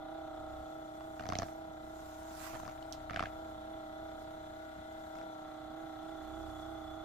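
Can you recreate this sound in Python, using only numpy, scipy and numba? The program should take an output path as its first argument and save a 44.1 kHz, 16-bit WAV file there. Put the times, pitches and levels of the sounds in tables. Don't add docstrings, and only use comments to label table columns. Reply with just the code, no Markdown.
import sys
import numpy as np
from scipy import signal
from scipy.io import wavfile
from scipy.ndimage import uniform_filter1d
from numba import njit

SR = 44100
rng = np.random.default_rng(int(sys.argv[2]) if len(sys.argv) > 2 else 0)


def wav_out(sig):
    wavfile.write(sys.argv[1], SR, np.round(np.clip(np.atleast_2d(sig).T, -1, 1) * 32767).astype(np.int16))


def level_to_linear(level):
    exponent = np.asarray(level, float) / 20
    return 10 ** exponent


N = 310464
HOP = 256


def evened(x):
    return x / np.sqrt(np.mean(x ** 2) + 1e-20)


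def read(points, hz):
    f, value = np.transpose(points)
    return np.interp(np.log(hz + 1), np.log(f + 1), value)


def curves(rows):
    s, *columns = np.vstack(rows).T
    return [np.interp(np.arange(N) / SR, s, c) for c in columns]


def sides(pan_db):
    return level_to_linear(np.array([pan_db / 2, -pan_db / 2]))


def add(mix, start_s, sound):
    part = mix[:, round(start_s * SR):][:, :sound.shape[1]]
    part += sound[:, :part.shape[1]]


def resonate(x, hz, width_hz):
    return signal.lfilter(*signal.iirpeak(hz, hz / max(width_hz, 5), SR), x)


def swell(t, peak_s):
    return t / peak_s * np.exp(1 - t / peak_s)


def wander(shape, seconds):
    size = max(round(seconds * SR / HOP), 1)
    return evened(uniform_filter1d(uniform_filter1d(rng.standard_normal(shape), size), size))


def hiss(spectrum, patchy_db=2.0, flicker_db=1.5):
    # hz, left_right_likeness
    likeness = [(60, 0.77), (290, 1), (640, 0.6), (2000, 0.04), (6000, 0.011), (15000, 0.032)]
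    # hz, left_right_db
    tilt = [(60, -8), (240, 4.5), (950, -2), (3770, -4), (15000, -7)]
    frames, hz = N // 128 + 5, np.fft.rfftfreq(512, 1 / SR)
    a, b, c, d, patches = rng.standard_normal((frames, 257, 5)).T
    patches = evened(uniform_filter1d(uniform_filter1d(patches, 16, 1), 8, 0))
    same = np.clip(read(likeness, hz), -1, 1)[:, None]
    left = a + 1j * b
    right = same * left + np.sqrt(1 - same ** 2) * (c + 1j * d)
    flicker = flicker_db * rng.standard_normal(frames)
    z = np.array([left, right]) * level_to_linear(read(spectrum, hz)[:, None] + patchy_db * patches + flicker)
    z *= sides(read(tilt, hz))[:, :, None]
    return evened(signal.istft(z, nperseg=512, noverlap=384)[1][:, :N])


def room(level_db=-60):
    # hz, density_db_per_hz
    air = [(15, -30), (30, -8), (70, 6), (150, -26), (260, -6), (500, -20), (1000, -15), (2500, -26.5),
           (4800, -31.5), (6800, -35), (8800, -39.5), (12500, -39.5), (15600, -38)]
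    return level_to_linear(level_db) * hiss(air)


def rustle(split_hz=4600, firm_db_per_db=0.29, rest_db=-75.5, pan_db_per_db=-0.15):
    # peak_s, level_db, rise_db_per_s, fall_db_per_s
    rubs = [
        (.65, -68.5, 16, 16),
        (1.48, -60.5, 18, 80),
        (2.1, -60.5, 30, 44),
        (2.45, -48.5, 62, 70),
        (2.68, -64, 44, 50),
        (2.95, -67.5, 26, 50),
        (3.32, -66.5, 20, 17),
        (4.2, -67.5, 15, 9),
        (5.15, -67, 13, 25),
        (6.55, -64, 8.5, 13),
    ]
    # hz, density_db_per_hz
    fur = [(500, -51), (1000, 7.5), (2400, -2.5), (4200, -6.5), (7000, -2), (8800, -10), (12000, -10),
           (15600, -11)]
    t = np.arange(N) / SR
    power = level_to_linear(rest_db) ** 2
    for s, db, rise, fall in rubs:
        power = power + level_to_linear(db - np.where(t < s, rise, -fall) * (s - t)) ** 2
    level_db = 10 * np.log10(power)
    pan_db = pan_db_per_db * level_db
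    rub = hiss(fur)
    middle = signal.sosfiltfilt(signal.butter(3, split_hz, fs=SR, output="sos"), rub)
    top = rub - middle
    rub = top + middle * level_to_linear(firm_db_per_db * (level_db - level_db.max()))
    return level_to_linear(level_db) * sides(pan_db - pan_db.mean()) * rub


def ticks():
    # start_s, peak_db, colour_hz, left_right_db
    claw = [
        (2.9248, -38, 5500, -13),
        (2.9305, -35, 3600, -5),
        (4.926, -57, 3670, -3),
    ]
    out, t = np.zeros((2, N)), np.arange(4000) / SR
    highpass = signal.butter(3, 2600, "highpass", fs=SR, output="sos")
    decay = level_to_linear(-60 * t / 0.0045) + level_to_linear(-20 - 60 * t / 0.15)
    for s, db, hz, pan_db in claw:
        grit = rng.standard_normal(len(t)) + .5 * rng.standard_normal((2, len(t)))
        thin = signal.sosfilt(highpass, grit)
        rung = resonate(resonate(thin, 0.98 * hz, 3300), 0.98 * hz, 3300)
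        colour = evened(0.15 * thin + rung)
        add(out, s, level_to_linear(db - 0.5) * sides(pan_db)[:, None] * colour * decay)
    return out


def contacts(rebound_s=.0106, weak_lag_s_per_db=.0004, rebound_hz=1300):
    # start_s, ring_peak_db, ring_hz, snap_re_ring_db, rebound_peak_db
    first_bout = [
        (1.1954, -37.5, 1440, -23, -43.5),
        (1.2237, -46, 1310, -20, -46),
        (1.255, -39, 950, -19, -41.5),
        (1.2891, -40, 910, 2, -37.5),
        (1.3223, -30, 1110, -19, -37.5),
        (1.3533, -41, 2170, 3.5, -42.5),
        (1.3868, -42, 925, 10.5, -37.5),
        (1.4199, -32, 1160, -14.5, -37.5),
    ]
    second_bout = [
        (3.0966, -35, 1260, -40, -34.5),
        (3.1325, -34.5, 1350, -36, -38),
        (3.1604, -27, 1570, -39, -35.5),
        (3.1939, -24.5, 1280, -47, -32.5),
        (3.2252, -29, 1180, -26, -36.5),
        (3.256, -33, 1620, -60, -44),
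    ]
    # start_s, ring_peak_db, ring_hz, left_right_db
    grazes = [(1.0067, -46, 935, -2), (1.484, -48, 1310, 0), (2.534, -46, 1110, -9),
              (2.5425, -42, 1400, -10), (2.5505, -38.5, 1270, -5), (2.5582, -41.5, 905, -10),
              (2.5707, -48, 900, 7), (2.5982, -41.5, 1000, 1), (2.632, -40.5, 840, -6),
              (2.6514, -48, 1270, 7), (2.662, -44.5, 1040, -9), (2.6776, -40, 1110, 7),
              (2.687, -45.5, 1380, 7), (2.6945, -47, 1290, -11), (2.711, -45, 910, 1),
              (2.7758, -51, 1470, -6), (2.8256, -48.5, 2980, -3), (5.153, -45.5, 1280, -4),
              (5.1854, -46.5, 1350, 2), (5.213, -48, 1350, -7)]
    rows = [(s, db, hz, -18, -1.5, pan_db) for s, db, hz, pan_db in grazes]
    # rebound_snap_db, rebound_push_db, strike_left_right_db, rebound_left_right_db
    first_feel, second_feel = (-9.5, 2.5, -5.5, 7.5), (-18, -1, 1, -6.5)
    for bout, feel in ((first_bout, first_feel), (second_bout, second_feel)):
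        back_snap_db, back_push_db, pan_db, back_pan_db = feel
        for s, db, hz, snap_db, back_db in bout:
            push_db = 7 + 0.46 * snap_db
            back_s = s + rebound_s + weak_lag_s_per_db * max(-40 - back_db, 0)
            rows.append((s, db, hz, snap_db, push_db, pan_db))
            rows.append((back_s, back_db, rebound_hz, back_snap_db, back_push_db, back_pan_db))
    return rows


def knocks(ring_s=0.0011, shell_hz=690, shell_s=0.0023, push_hz=170, push_s=0.0012, port_lag_rad=1.36):
    out, t = np.zeros((2, N)), np.arange(2600) / SR
    bright = signal.butter(6, (1600, 6500), "bandpass", fs=SR, output="sos")
    lag = port_lag_rad * np.array([[0], [1]])
    late = t - .0038
    push = np.exp(-(late / push_s) ** 2) * np.cos(2 * np.pi * push_hz * late)
    push = push + 0.096 * swell(t, 0.0095) * np.sin(2 * np.pi * 95 * t)
    for s, db, hz, snap_db, push_db, pan_db in contacts():
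        grit = rng.standard_normal((3, len(t)))
        near = grit[0] + 0.82 * grit[1:]
        rough = evened(resonate(resonate(near, 1.17 * hz, 1350), 1.54 * hz, 1600))
        ring = swell(t, ring_s) * np.sin(2 * np.pi * hz * t - lag)
        ring = ring + 0.43 * rough * (swell(t, ring_s) + 0.14 * swell(t, 0.011))
        snap = signal.sosfilt(bright, (near + resonate(near, 6000, 1800)) * swell(t, .00035))
        scatter = signal.sosfilt(bright, near * level_to_linear(-20 - 60 * t / 0.2))
        shell = swell(t, shell_s) * np.sin(2 * np.pi * shell_hz * t + grit[1:, :1])
        body = ring + level_to_linear(snap_db + 4) * (snap + scatter) + level_to_linear(push_db) * (push + shell)
        add(out, s, level_to_linear(db - 1.0) * sides(np.clip(pan_db, -7, 7))[:, None] * body)
    return out


def bearings(shaft, grit_turn=.33, whine_turn=.1, whine_hz=3430, whine_width_hz=60, port_lag_samples=3):
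    # hz, width_hz, level_db
    casing = [(532, 195, -16.5), (1110, 330, -21), (1350, 128, -4), (1578, 140, -7), (1997, 150, -9),
              (3170, 216, -12.5), (3340, 102, -8), (3774, 150, -10), (3970, 300, -13)]
    # start_s, grit_db, whine_db
    rattle = [(0, -63.5, -69), (1.2, -67.5, -72), (2.4, -65, -78), (3.5, -64, -69), (4.6, -63.5, -71),
              (5.8, -63, -69.5), (6.3, -62.5, -66.5), (6.45, -64.5, -63), (7.04, -64.5, -62.5)]
    grit_db, whine_db = curves(rattle)
    stroke = 1 + .3 * np.cos(shaft + 2 * np.pi * grit_turn)
    sing = 1 + .3 * np.cos(shaft + 2 * np.pi * whine_turn)
    common, own = rng.standard_normal(N), rng.standard_normal((2, N))
    grit = 0.44 * np.array([np.roll(common, -port_lag_samples), common]) + .5 * own
    drive = stroke * (1 + .5 * np.cos(5 * shaft)) * grit
    rung = sum(level_to_linear(db) * resonate(resonate(drive, hz, width), hz, 2 * width) for hz, width, db in casing)
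    whine = sing * resonate(resonate(grit, whine_hz, whine_width_hz), whine_hz, 3 * whine_width_hz)
    return level_to_linear(grit_db) * evened(rung) + level_to_linear(whine_db) * evened(whine)


@njit
def sum_orders(turn, order, height):
    out = np.zeros((2, len(turn)))
    for n in range(len(turn)):
        i = min(n // 256, height.shape[1] - 2)
        u, power, at = n / 256 - i, 1 + 0j, 0
        for k in range(len(order)):
            while at < order[k]:
                power, at = power * turn[n], at + 1
            for c in range(2):
                out[c, n] += (power * (height[c, i, k] * (1 - u) + height[c, i + 1, k] * u)).real
    return out


def motor(low_rpm=1869.3, surge_s=.064, drift_db=2.5, drift_rad=.45, db_per_rpm=0.0726,
          tenth_db_per_rpm=0.0354, turned_db=2.):
    # peak_s, gain_rpm
    surges = [(.168, 48), (.774, 31), (1.071, 42), (1.521, 36), (1.648, 42), (1.955, 39), (2.274, 49),
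              (2.531, 62), (2.85, 48), (3.425, 50), (3.735, 46), (4.046, 42), (4.335, 27), (4.624, 32),
              (4.912, 31), (5.01, 23), (5.229, 56), (5.822, 55), (6.108, 59), (6.4, 58), (6.722, 60),
              (6.981, 38)]
    # start_s, body_pressure_db, nearness_db, free_casing_db, turned_left_right_db
    grip = [(0, -9, 0.5, 0, .5), (.4, -2, 1.5, 2.5, 0.5), (.6, 5.5, 0.5, 2.5, 1), (.8, -17, 0, 0, 2),
            (1.0, -2.5, -1, 0, 2), (1.4, -3, -0.5, -0.5, 2), (2.0, -2, -2.5, -1.5, 2),
            (2.8, 0, -2.5, -1.5, 5), (3.2, 5.5, 0.5, 1, 4.5), (3.5, 0, -0.5, 0.5, 2),
            (4.2, -1, -0.5, 1, 1.5), (4.8, -4.5, -3.5, -0.5, 3.5), (5.2, -4.5, -0.5, 1, 5),
            (5.6, -9, -0.5, -1, -1.5), (5.8, -8, 0, -3, -0.5), (6.1, -2.5, 0, -3, -1.5),
            (6.4, 5, 0.5, -3.5, -2), (7.04, 2, 0, -2, -1.5)]
    # shaft_order, left_db, right_db
    crank = [(1, -66, -66), (2, -64, -62), (3, -67, -65), (4, -75, -71), (5, -78, -75), (6, -83, -77),
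             (7, -74, -71), (8, -80, -77), (9, -73, -68)]
    # shaft_order, left_db, right_db
    poles = [(10, -56, -49), (15, -73, -84), (20, -55, -49), (25, -53, -57), (30, -62, -70), (35, -72, -70),
             (40, -76, -66), (45, -64, -71), (50, -80, -83), (60, -78, -79)]
    # shaft_order, left_db, right_db
    sidebands = [(11, -67, -69), (12, -75, -73), (13, -75, -78), (14, -80, -77), (16, -77, -68),
                 (17, -78, -80), (18, -80, -79), (19, -66, -69), (21, -60, -54), (22, -69, -68),
                 (23, -72, -68), (24, -60, -59), (26, -68, -64), (27, -73, -70), (28, -72, -74),
                 (29, -70, -76), (31, -76, -70), (34, -75, -75), (36, -76, -74), (37, -76, -77),
                 (38, -81, -79), (39, -81, -71), (41, -75, -69), (42, -67, -69), (43, -63, -69),
                 (44, -73, -71), (46, -68, -74), (47, -72, -80), (64, -77, -78)]
    # hz, early_turns
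    load_turn = [(315, .2), (630, -.07), (800, -.05), (1100, .28), (2000, .35)]
    # hz, left_lead_rad
    side_lead = [(280, 0.), (345, .6), (600, -.7), (630, 1.6), (665, -.8), (715, .3), (755, -1.),
                 (790, -.5), (835, 2.4), (950, 1.6), (1350, 0.), (2000, 1.5)]
    # hz, left_lead_rad
    turn_lead = [(570, 0.), (600, 3.3), (630, 0.), (665, 1.4), (755, 2.6), (790, 2.2), (835, 0.),
                 (1350, 1.8)]
    t = np.arange(N) / SR
    rpm = low_rpm + sum(gain * np.exp(-.5 * ((t - s) / surge_s) ** 2) for s, gain in surges)
    shaft = 2 * np.pi * np.cumsum(rpm / 60) / SR
    table = np.array(sorted(crank + poles + sidebands))
    order, mean_db = np.round(table[:, 0]), table[:, 1:].T[:, :, None]
    hz = order * rpm.mean() / 60

    thud_db, upper_db, twentieth_db, pan_db = (c[::HOP] for c in curves(grip))
    extra_rpm = rpm[::HOP] - rpm.mean()
    tenth_db = -0.73 + upper_db - 0.48 * twentieth_db + tenth_db_per_rpm * extra_rpm
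    twentieth_db = twentieth_db + db_per_rpm * extra_rpm
    held = np.array([thud_db, thud_db, 0 * pan_db, tenth_db, twentieth_db, upper_db, .5 * upper_db])
    follows = np.array([np.interp(order, [1, 3, 4, 10, 20, 21, 40], row) for row in np.eye(7)]).T
    weak = np.clip((-49.5 - mean_db) / 12, 0, 1.5) * np.where(order % 5, 1, .5)[:, None]
    half = np.array([.5, -.5])[:, None, None]
    waver_db = drift_db * weak * wander((2, len(order), held.shape[1]), 0.31)
    level_db = mean_db + follows @ held + pan_db * half + waver_db

    nearest = np.round(order / 5 - .2).astype(int)
    offset = order - 5 * nearest
    swing = 2 * np.pi * offset * read(load_turn, 5 * nearest * rpm.mean() / 60)
    pole = rng.uniform(0, 2 * np.pi, 40)[nearest] + swing
    loose = np.where(abs(offset) > 1, 1.6, .2)
    flip = np.pi * np.isin(order, (9, 19))
    phase = pole + loose * rng.standard_normal(len(order)) + flip
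    aside = np.clip(pan_db / turned_db, 0, 1)
    apart_orders = order > 9
    lead = (read(side_lead, hz) * apart_orders)[:, None] + read(turn_lead, hz)[:, None] * aside
    shared = wander((len(order), held.shape[1]), 0.053)
    apart = apart_orders[:, None] * wander(level_db.shape, 0.2)
    phase = phase[:, None] + lead * half + drift_rad * weak * (shared + .5 * apart)
    height = np.sqrt(2) * level_to_linear(level_db) * np.exp(1j * phase)
    return shaft, sum_orders(np.exp(1j * shaft), order, height.transpose(0, 2, 1).copy())


def scene():
    shaft, hum = motor()
    return room() + rustle() + ticks() + knocks() + bearings(shaft) + hum


def low_pass(x):
    return signal.sosfilt(signal.butter(12, 16400, fs=SR, output="sos"), x)


def record(dry):
    lowpass = signal.firwin(511, 15560, window=("kaiser", 9), fs=SR)
    limited = signal.oaconvolve(dry, lowpass[None], "same")
    return low_pass(limited)


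dry = scene()
out = record(dry)
wav_out(out)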